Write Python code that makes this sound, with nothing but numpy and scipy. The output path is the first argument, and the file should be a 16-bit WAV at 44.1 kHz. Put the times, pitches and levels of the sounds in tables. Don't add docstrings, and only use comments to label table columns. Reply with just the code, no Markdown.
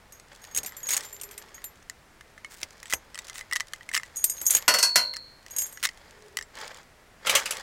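import sys
import numpy as np
from scipy import signal
from scipy.fft import rfft, irfft, next_fast_len
from scipy.io import wavfile

SR = 44100
rng = np.random.default_rng(int(sys.argv[2]) if len(sys.argv) > 2 else 0)


def digitize_waveform(pressure):
    field = np.atleast_2d(pressure).T
    bounded = np.clip(field, -1, 1)
    quanta = np.round(bounded * 32767).astype(np.int16)
    wavfile.write(sys.argv[1], SR, quanta)


N = 336042
AGE = np.arange(int(.9 * SR)) / SR

# [t/s, link size, ring level/dB, clash level/dB]
LINK_STRIKES = [(0.122, "long", -52.5, -50.5), (0.548, "long", -36, -36.5), (.5622, "long", -30, -32.5),
                (0.574, "long", -24, -26.5), (.632, "long", -45, -39.5), (0.6608, "short", -40.5, -34.5),
                (.7672, "short", -45.5, -44.5), (.8305, "long", -38, -48), (0.8687, "long", -36, -45),
                (.889, "long", -44, -28), (0.9342, "long", -31, -27), (0.9664, "long", -29.5, -26.5),
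                (1.0472, "short", -47, -59), (1.128, "short", -44, -50), (1.213, "short", -50, -38.5),
                (1.2342, "short", -48, -39.5), (1.3107, "short", -57, -45.5), (1.3783, "short", -56, -39),
                (1.544, "long", -46.5, -51), (1.6415, "short", -38, -40), (2.9346, "long", -37, -27.5),
                (4.1594, "long", -39, -49), (4.1681, "long", -38.5, -35.5), (4.2411, "long", -49.5, -16),
                (4.2976, "long", -33.5, -27.5), (4.3724, "long", -43.5, -52), (4.4144, "short", -54, -33.5),
                (4.4548, "long", -38, -36), (4.4651, "long", -23.5, -24), (4.5059, "long", -25.5, -18.5),
                (4.5495, "long", -17, -20.5), (4.568, "short", -32, -27), (5.508, "long", -44, -46),
                (5.564, "long", -34.5, -33.5), (5.5839, "long", -27, -26), (5.619, "long", -30, -33.5),
                (5.6649, "long", -56, -42), (5.725, "long", -50, -45)]
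# [start t/s, end t/s, level/dB]
TUMBLE_RUNS = [(.39, .52, -57), (.9, .93, -31), (4.245, 4.28, -46), (4.47, 4.485, -42),
               (4.52, 4.545, -32.5), (5.59, 5.615, -39)]
# [t/s, tautness from 0 hanging free to 1 taut]
TAUTNESS = [(0, 0.75), (1.7, 1), (4.15, 0.14), (4.5, 0.038), (4.56, .9), (5.6, 0.51)]
LINK_MODES = {"long": (6621.5, 12758.5, -3, 1.07), "short": (7230, 12870, 3.5, 1.6)}
# [f/Hz, level/dB]
NEIGHBOUR_MODES = [(5030, -10.5), (5320, -19), (6040, -1.5), (7150, -9.5), (7500, -2), (8330, -8.5),
                   (8650, 2), (8880, -12.5), (9350, 1), (10720, -2), (11100, -24), (11370, 6),
                   (11930, -8.5), (13560, -1.5), (14560, -21.5)]
# [f/Hz, level/dB]
CLASH_SPECTRUM = [(4500, -13.5), (6000, -5.5), (7000, 0), (9000, 4), (10200, -6.5), (11200, -5),
                  (13000, -10), (15500, -14.5)]
# [f/Hz, level/dB]
KNOCK_SPECTRUM = [(150, -7), (1200, -6), (2200, 3.5), (4500, -2), (7000, -2.5), (12000, -26)]
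FREE_T60_S, TAUT_T60_S = 0.19, 0.059
HARD_HIT_DB, SHORTER_PER_DB = -31.5, 0.0449
KNOCK_DB, SLACK_LOSS_DB = 6, 16
HELD_NEIGHBOURS_DB = 7.5
OVERTONE_FOLLOWS = 0.37

# [t/s, body level/dB, hardness as edge over body/dB]
HOOK_CLICKS = [(.198, -60.5, 17.5), (0.441, -46, 5), (.6479, -46, 12), (.7217, -47, 2), (0.8968, -45, 16),
               (1.008, -47, 11.5), (1.58, -41.5, -13), (1.8978, -37, 6), (2.2093, -45.5, 0.5),
               (2.378, -44.5, -10), (2.4464, -37, -2), (2.631, -42.5, 20.5), (2.9254, -24, 1.5),
               (3.1887, -43, 15.5), (3.2977, -43, 10), (3.41, -37.5, 1), (3.5123, -34.5, -4),
               (3.525, -26.5, -2), (3.533, -31.5, 7), (3.5599, -24.5, 3.5), (3.5995, -40.5, 10.5),
               (3.6057, -28.5, 4.5), (3.7345, -31, 2.5), (3.809, -41, -13), (3.8902, -37.5, 2),
               (3.915, -36, -3), (3.9367, -27.5, -4), (3.965, -22.5, -2), (3.9762, -27.5, 3),
               (3.9978, -38, -4), (4.033, -38, 1.5), (5.167, -44, 14), (5.4635, -46, 4),
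               (5.7736, -40.5, -2), (5.8328, -35.5, 5), (5.8526, -27, 11.5), (5.8897, -35.5, 4),
               (6.3706, -31.5, 9), (6.388, -32, 2.5), (6.4112, -38, 0), (6.425, -46.5, 11)]
# [start t/s, end t/s, body level/dB]
FUMBLE_RUNS = [(.67, .7, -50.5), (2.81, 2.9, -45), (3.13, 3.19, -45.5), (3.35, 3.405, -45),
               (3.55, 3.575, -34.5), (3.94, 3.962, -31.5), (5.13, 5.165, -45.5), (5.855, 5.88, -39)]
# [f/Hz, level/dB, t60/s]
HOOK_BODY_MODES = [(1273, -8.5, 0.02), (1890, 2, 0.02), (2016, -8, 0.067), (2140, -17, 0.016),
                   (2966, -10.5, 0.02)]
# [f/Hz, level/dB, t60/s]
HOOK_EDGE_MODES = [(3880, -2, 0.033), (4850, -12.5, 0.016), (5550, 16, 0.012), (6220, 0, 0.03),
                   (7840, -3.5, 0.07), (9900, -7, 0.05), (14450, -30, 0.018)]
# [f/Hz, level/dB]
TICK_SPECTRUM = [(300, -48), (900, -12), (2000, -2), (4000, -1.5), (6500, -0.5), (9500, -7), (12000, -15.5),
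                 (15500, -18.5)]
FUMBLE_HARDNESS_DB = 7

# [start t/s, end t/s, level/dB]
SLIDE_RUNS = [(0.582, 0.593, -30), (0.885, 0.981, -33), (0.985, 1.065, -48), (2.494, 2.592, -51.5),
              (2.6, 2.627, -47), (2.897, 2.949, -39), (3.34, 3.41, -45), (3.929, 3.983, -35.5),
              (4.513, 4.589, -35.5), (5.827, 5.863, -26.5)]
# [f/Hz, level/dB]
SLIDE_SPECTRUM = [(200, -15), (700, -19), (1300, -1), (2000, 2.5), (3000, 0), (7000, 0.5), (9000, 0.5),
                  (11500, -9.5), (15500, -5.5)]
TICKS_DB, TICKS_FOLLOW = -3.5, 0.94
LET_GO_S, LET_GO_DB = 5.9, -5

# [t/s, body level/dB, crash level/dB, whine level/dB, whine centre f/Hz]
GATE_STRIKES = [(4.6794, -17, -17.5, -23, 4520), (4.739, -24.5, -23.5, -23, 4490),
                (4.7858, -31, -24.5, -55, 4470), (4.8274, -27.5, -18, -21, 4443),
                (4.957, -21.5, -17.5, -23, 4231)]
# [f/Hz, level/dB, t60/s]
GATE_BODY_MODES = [(225, -22, 0.43), (286, -21, 0.87), (524, -15.5, 0.97), (588, -7.5, 0.3),
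                   (617.5, -8, 0.45), (736, -5.5, 0.26), (944, -4, 0.4), (1000, -1, 0.35), (1058, -6, 0.25),
                   (1228, -7, 0.19), (1400, 3, 0.21), (1462, 2, 0.24), (1513, -7, 0.43), (1960, -2, 0.15),
                   (2010, 6, 0.18), (2480, -13.5, 0.225), (2725, 2.5, .2), (2880, -22, 0.22),
                   (3370, 2.5, 0.13)]
# [f/Hz, level/dB]
GATE_TOP_MODES = [(4931, -11.5), (5190, -6.5), (5440, 2), (5760, -2.5), (6089, -1), (6449, -6),
                  (6849, -6.5), (7273, -13), (7613, -7), (7766, -30), (9243, -2), (12180, -6.5),
                  (12390, -16)]
# [f/Hz, level/dB, t60/s]
WALL_MODES = [(4153, -2, .68), (4204, -1, .55), (4249, -2, .55), (4290, -5, .6), (4344, 3, .72),
              (4398, -3, .66), (4485, -10, .42), (4606, -10, .48), (4651, -12, .5)]
# [f/Hz, level/dB]
THUD_SPECTRUM = [(60, -18), (200, -12.5), (400, -7.5), (600, 3), (800, -3.5), (1450, 3.5), (2200, 1),
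                 (2900, 3), (3600, -12.5), (5000, -17.5)]
# [f/Hz, level/dB]
CRASH_SPECTRUM = [(3000, -26), (4300, -4), (5500, -5.5), (8000, -5), (9700, -10), (11000, -14.5),
                  (12400, -9), (15500, -25.5)]
# [t/s, body level/dB, crash level/dB]
GATE_JOLTS = [(7.269, -28, -31), (7.2949, -24, -26.5), (7.3516, -20.5, -23), (7.4568, -34.5, -32.5),
              (7.5083, -38.5, -25)]
# [f/Hz, level/dB]
JOLT_BODY_SPECTRUM = [(100, -25), (350, -26), (580, -0.5), (800, -28), (1250, 0), (1650, -11), (2000, -5),
                      (2700, 4.5), (3400, -2), (6000, -8.5)]
# [f/Hz, level/dB]
JOLT_CRASH_SPECTRUM = [(3000, 0), (4500, -5), (7000, 2.5), (9000, 0), (12000, -1.5), (15500, -19)]
# [delay t/s, level/dB]
EARLY_ECHOES = [(.0019, -20), (.0046, -21)]

# [t/s, thump level/dB, hard knock level/dB]
POST_BUMPS = [(0.579, -46.5, -35), (.635, -48.5, -36), (2.628, -51.5, -38), (2.9357, -44, -13.5),
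              (4.415, -52, -32.5), (4.55, -47, -23)]
# [f/Hz, level/dB]
POST_THUMP_SPECTRUM = [(40, -8), (70, -4.5), (200, -11.5), (400, -8), (900, -12.5)]
# [f/Hz, level/dB]
POST_KNOCK_SPECTRUM = [(150, -12.5), (500, -5.5), (1000, 1.5), (1500, 3), (2200, -1), (3000, 1), (4500, -9),
                       (7000, -3), (12000, -23)]

# [centre t/s, half width t/s, level/dB]
RUBS_AND_TICKS = [(.325, 0.0096, -50), (.66, 0.21, -53.5), (.97, 0.08, -45.5), (1.38, 0.24, -55.5),
                  (2.75, 0.23, -59.5), (3.3, .13, -54), (3.8, 0.5, -61.5), (4.35, 0.25, -56.5),
                  (4.555, 0.065, -44), (5.62, 0.09, -52), (6.08, 0.2, -57), (6.625, .046, -39.5),
                  (6.712, .011, -44.5), (6.775, 0.03, -47.5), (7.272, 0.014, -32), (7.35, 0.052, -29.5),
                  (7.53, 0.13, -40.5)]
# [f/Hz, level/dB]
SCUFF_SPECTRUM = [(120, -14), (300, -9), (520, 1.5), (800, -2), (1300, -0.5), (1900, 3), (2800, -7),
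                  (4500, -8), (7000, -20.5)]
# [f/Hz, level/dB]
CLOTH_SPECTRUM = [(2000, -7), (4000, -5), (7000, 7.5), (10000, -12), (13000, -9), (15500, -12.5)]
CLOTH_DB = -13.5
# [centre t/s, half width t/s, level/dB]
HUM_SWELLS = [(1.25, 0.22, -59.5), (6.27, 0.094, -56)]
# [f/Hz, level/dB]
HUM_SPECTRUM = [(330, -17), (410, 5), (490, -16)]
# [f/Hz, level/dB]
AIR_SPECTRUM = [(20, 3.5), (60, 0.5), (150, -5), (300, -8.5), (550, -7), (1200, -10), (1950, -9.5),
                (3000, -17.5), (5000, -20), (8000, -23), (15000, -31.5)]


def links():
    out = np.zeros(N)
    for s, size, ring_db, clash_db in LINK_STRIKES + tumbling():
        hz, overtone_hz, overtone_db, overtone_ring = LINK_MODES[size]
        taut = np.clip(np.interp(s, *np.transpose(TAUTNESS)), 0, 1)
        t60 = FREE_T60_S + taut * (TAUT_T60_S - FREE_T60_S)
        t60 *= np.exp(-SHORTER_PER_DB * (clash_db - HARD_HIT_DB))

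        pitch = [(hz, 0, t60), (hz + 55, -6, t60 * 1.3)]
        overtone = [(overtone_hz, 0, overtone_ring * t60), (overtone_hz + 80, -7, t60 * 0.73)]
        neighbours = [(line, db, min(1.06 * t60, .25)) for line, db in NEIGHBOUR_MODES]
        overtone_level_db = ring_db + overtone_db + OVERTONE_FOLLOWS * (clash_db - ring_db)
        neighbours_db = clash_db - 0.5 - HELD_NEIGHBOURS_DB * taut
        knock_db = clash_db + KNOCK_DB - SLACK_LOSS_DB * (1 - taut)

        add(out, s, from_db(ring_db + 4.5) * ring(pitch, vary_db=3.5, detune=0.0094))
        add(out, s, from_db(overtone_level_db) * ring(overtone, vary_db=9.0, detune=0.0025))
        add(out, s, from_db(neighbours_db) * ring(neighbours, vary_db=7.5, detune=0.0098))
        add(out, s, from_db(clash_db + 5.0) * burst(CLASH_SPECTRUM, t60=0.033, tail_db=-18.5, tail_t60=0.1))
        add(out, s, from_db(knock_db) * burst(KNOCK_SPECTRUM, t60=0.0057, tail_db=-8.5, tail_t60=0.054))
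    return out


def tumbling(spread_db=2.0, clash_db=-2.0, short_share=.3):
    strikes = []
    for s, db in run_of_contacts(TUMBLE_RUNS, spread_db):
        size = "short" if rng.random() < short_share else "long"
        strikes.append((s, size, db, db + clash_db))
    return strikes


def hook():
    out = np.zeros(N)
    lighter = [(s, db, FUMBLE_HARDNESS_DB) for s, db in run_of_contacts(FUMBLE_RUNS, spread_db=2.0)]
    for s, body_db, hardness_db in HOOK_CLICKS + lighter:
        edge_db = body_db + hardness_db
        body = ring(HOOK_BODY_MODES, vary_db=3.5, detune=.04)
        edge = ring(HOOK_EDGE_MODES, vary_db=6.0, detune=.03)
        tick = burst(TICK_SPECTRUM, t60=0.0055, tail_db=-25.0, tail_t60=0.06)
        add(out, s, from_db(body_db + 7.0) * body)
        add(out, s, from_db(edge_db - 4.5) * edge)
        add(out, s, from_db(edge_db + 10.0) * tick)
    return out


def slides(slips_per_s=700, uneven_db=3.5, edge_s=0.0025):
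    out = np.zeros(N)
    for start, end, db in SLIDE_RUNS:
        size = max(int((end - start) * SR), 200)
        slips = rng.random(size) < slips_per_s / SR
        slips = slips * from_db(uneven_db * rng.standard_normal(size))
        grit = signal.fftconvolve(slips, fade(0.0041)[:size])[:size] + 0.065
        friction = coloured(grit * rng.standard_normal(size), SLIDE_SPECTRUM)
        to_nearest_end = np.minimum(np.arange(size), np.arange(size)[::-1]) / SR
        add(out, start, from_db(db) * friction * np.minimum(to_nearest_end / edge_s, 1))
    return out


def loose_ticks(per_s=60, uneven_db=8.0):
    touches = rng.random(N) < per_s / SR
    touches = touches * from_db(uneven_db * np.clip(rng.standard_normal(N), -2, 1.5))
    envelope = signal.oaconvolve(touches, fade(0.014)[:2000])[:N]
    return coloured(envelope * rng.standard_normal(N), TICK_SPECTRUM)


def stirred_links(rub_level):
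    let_go = np.arange(N) / SR > LET_GO_S
    return from_db(TICKS_DB + LET_GO_DB * let_go) * rub_level ** TICKS_FOLLOW * loose_ticks()


def gate_blows(whine_width_hz=190, top_t60=0.15):
    out = np.zeros(N)
    for s, body_db, crash_db, whine_db, centre_hz in GATE_STRIKES:
        wall = []
        for hz, db, t60 in WALL_MODES:
            off_centre = (hz - centre_hz) / whine_width_hz * 2
            wall.append((hz, db - 10 * np.log10(1 + off_centre ** 4), t60))
        top = [(hz, db, top_t60) for hz, db in GATE_TOP_MODES]
        add(out, s, from_db(whine_db) * ring(wall, vary_db=5.5))
        add(out, s, from_db(body_db - 1.0) * ring(GATE_BODY_MODES, vary_db=0.0))
        add(out, s, from_db(body_db - 1.0) * burst(THUD_SPECTRUM, t60=0.18, tail_db=-16, tail_t60=0.3))
        add(out, s, from_db(crash_db) * ring(top, vary_db=3.5))
        add(out, s, from_db(crash_db + 1.5) * burst(CRASH_SPECTRUM, t60=0.1, tail_db=-16, tail_t60=0.28))
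    return out


def gate_jolts():
    out = np.zeros(N)
    for s, body_db, crash_db in GATE_JOLTS:
        body = burst(JOLT_BODY_SPECTRUM, t60=0.12, tail_db=-18, tail_t60=0.18)
        crash = burst(JOLT_CRASH_SPECTRUM, t60=0.04, tail_db=-8.0, tail_t60=0.15)
        add(out, s, from_db(body_db + 6.5) * body)
        add(out, s, from_db(crash_db + 0.5) * crash)
    return out


def nearby(x, dull_hz=5000):
    out = x.copy()
    lowpass = signal.butter(1, dull_hz, fs=SR, output="sos")
    dull = signal.sosfilt(lowpass, x + 1e-18)
    for delay, db in EARLY_ECHOES:
        add(out, delay, from_db(db) * dull)
    return out


def post():
    out = np.zeros(N)
    for s, thump_db, knock_db in POST_BUMPS:
        thump = burst(POST_THUMP_SPECTRUM, t60=0.12, tail_db=-4, tail_t60=0.24)
        knock = burst(POST_KNOCK_SPECTRUM, t60=0.013, tail_db=-16, tail_t60=0.042)
        add(out, s, from_db(thump_db) * thump)
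        add(out, s, from_db(knock_db) * knock)
    return out


def scuffing(rub_level):
    spectrum = uneven(SCUFF_SPECTRUM, spread_db=2.5)
    return rub_level * rustle(spectrum, grain_db=3.5, grains_per_s=300)


def clothes(rub_level):
    return rub_level * from_db(CLOTH_DB) * rustle(CLOTH_SPECTRUM, grain_db=5.0, grains_per_s=520)


def open_air():
    return from_db(-56.0) * noise(AIR_SPECTRUM)


def hum():
    return swells(HUM_SWELLS) * noise(HUM_SPECTRUM)


def from_db(db):
    return 10 ** (np.asarray(db) / 20)


def add(track, s, sound):
    start = int(s * SR)
    part = sound[:N - start]
    track[start:start + len(part)] += part


def coloured(x, spectrum):
    hz, db = np.transpose(spectrum)
    size = next_fast_len(len(x))
    log_f = np.log(np.maximum(np.fft.rfftfreq(size, 1 / SR), 1))
    below = np.maximum(np.log(hz[0]) - log_f, 0)
    above = np.maximum(log_f - np.log(hz[-1]), 0)
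    gain = from_db(np.interp(log_f, np.log(hz), db)) * np.exp(-2 * (below + above))
    y = irfft(rfft(x, size) * gain, size)[:len(x)]
    return y / np.sqrt(np.mean(y ** 2) + 1e-20)


def noise(spectrum, size=N):
    return coloured(rng.standard_normal(size), spectrum)


def uneven(spectrum, spread_db, count=40):
    hz, db = np.transpose(spectrum)
    grid = np.geomspace(hz[0], hz[-1], count)
    level_db = np.interp(np.log(grid), np.log(hz), db)
    return np.c_[grid, level_db + spread_db * rng.standard_normal(count)]


def fade(t60, age=AGE, contact_s=0.00032):
    decay = np.exp(-np.log(1000) * age / max(t60, 1e-4))
    return decay * (1 - np.exp(-age / contact_s))


def burst(spectrum, t60, tail_db, tail_t60):
    age = AGE[:int(1.3 * max(t60, tail_t60) * SR)]
    white = rng.standard_normal(len(age))
    envelope = fade(t60, age) + from_db(tail_db) * fade(tail_t60, age)
    return coloured(white, uneven(spectrum, spread_db=3.5)) * envelope


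def ring(modes, vary_db, detune=0.0):
    out, power = np.zeros(len(AGE)), 0
    chances = rng.standard_normal((len(modes), 3))
    for (hz, db, t60), (strength, shift, turn) in zip(modes, chances):
        age = AGE[:int(1.5 * t60 * SR)]
        gain = from_db(db + vary_db * strength)
        sine = np.sin(2 * np.pi * hz * (1 + detune * shift) * age)
        out[:len(age)] += np.sign(turn) * gain * sine * fade(t60, age)
        power += gain ** 2 / 2
    return out / np.sqrt(power + 1e-20)


def run_of_contacts(runs, spread_db, count=3):
    contacts = []
    for start, end, db in runs:
        for k in range(count):
            s = start + (end - start) * (k + rng.random()) / count
            contacts.append((s, db + spread_db * rng.standard_normal()))
    return contacts


def rustle(spectrum, grain_db, grains_per_s):
    grain_position = np.arange(N) * grains_per_s / SR
    clumps = np.interp(grain_position, np.arange(N), rng.standard_normal(N))
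    return coloured(rng.standard_normal(N) * from_db(grain_db * clumps), spectrum)


def swells(rows):
    t = np.arange(0, N, 64) / SR
    power = sum(from_db(db) ** 2 * np.exp(-((t - s) / width) ** 2) for s, width, db in rows)
    return np.interp(np.arange(N) / SR, t, np.sqrt(power))


def scene():
    rub_level = swells(RUBS_AND_TICKS)
    chain = links() + hook() + slides() + stirred_links(rub_level)
    gate = gate_blows() + gate_jolts()
    steel = nearby(chain + gate)
    rubbing = scuffing(rub_level) + clothes(rub_level)
    background = open_air() + hum()
    return (steel + post() + rubbing + background)[None]


def record(dry):
    rounded = np.tanh(dry)
    lowpass = signal.ellip(10, .1, 80, 15900, fs=SR, output="sos")
    return signal.sosfilt(lowpass, rounded)


dry = scene()
out = record(dry)
digitize_waveform(out)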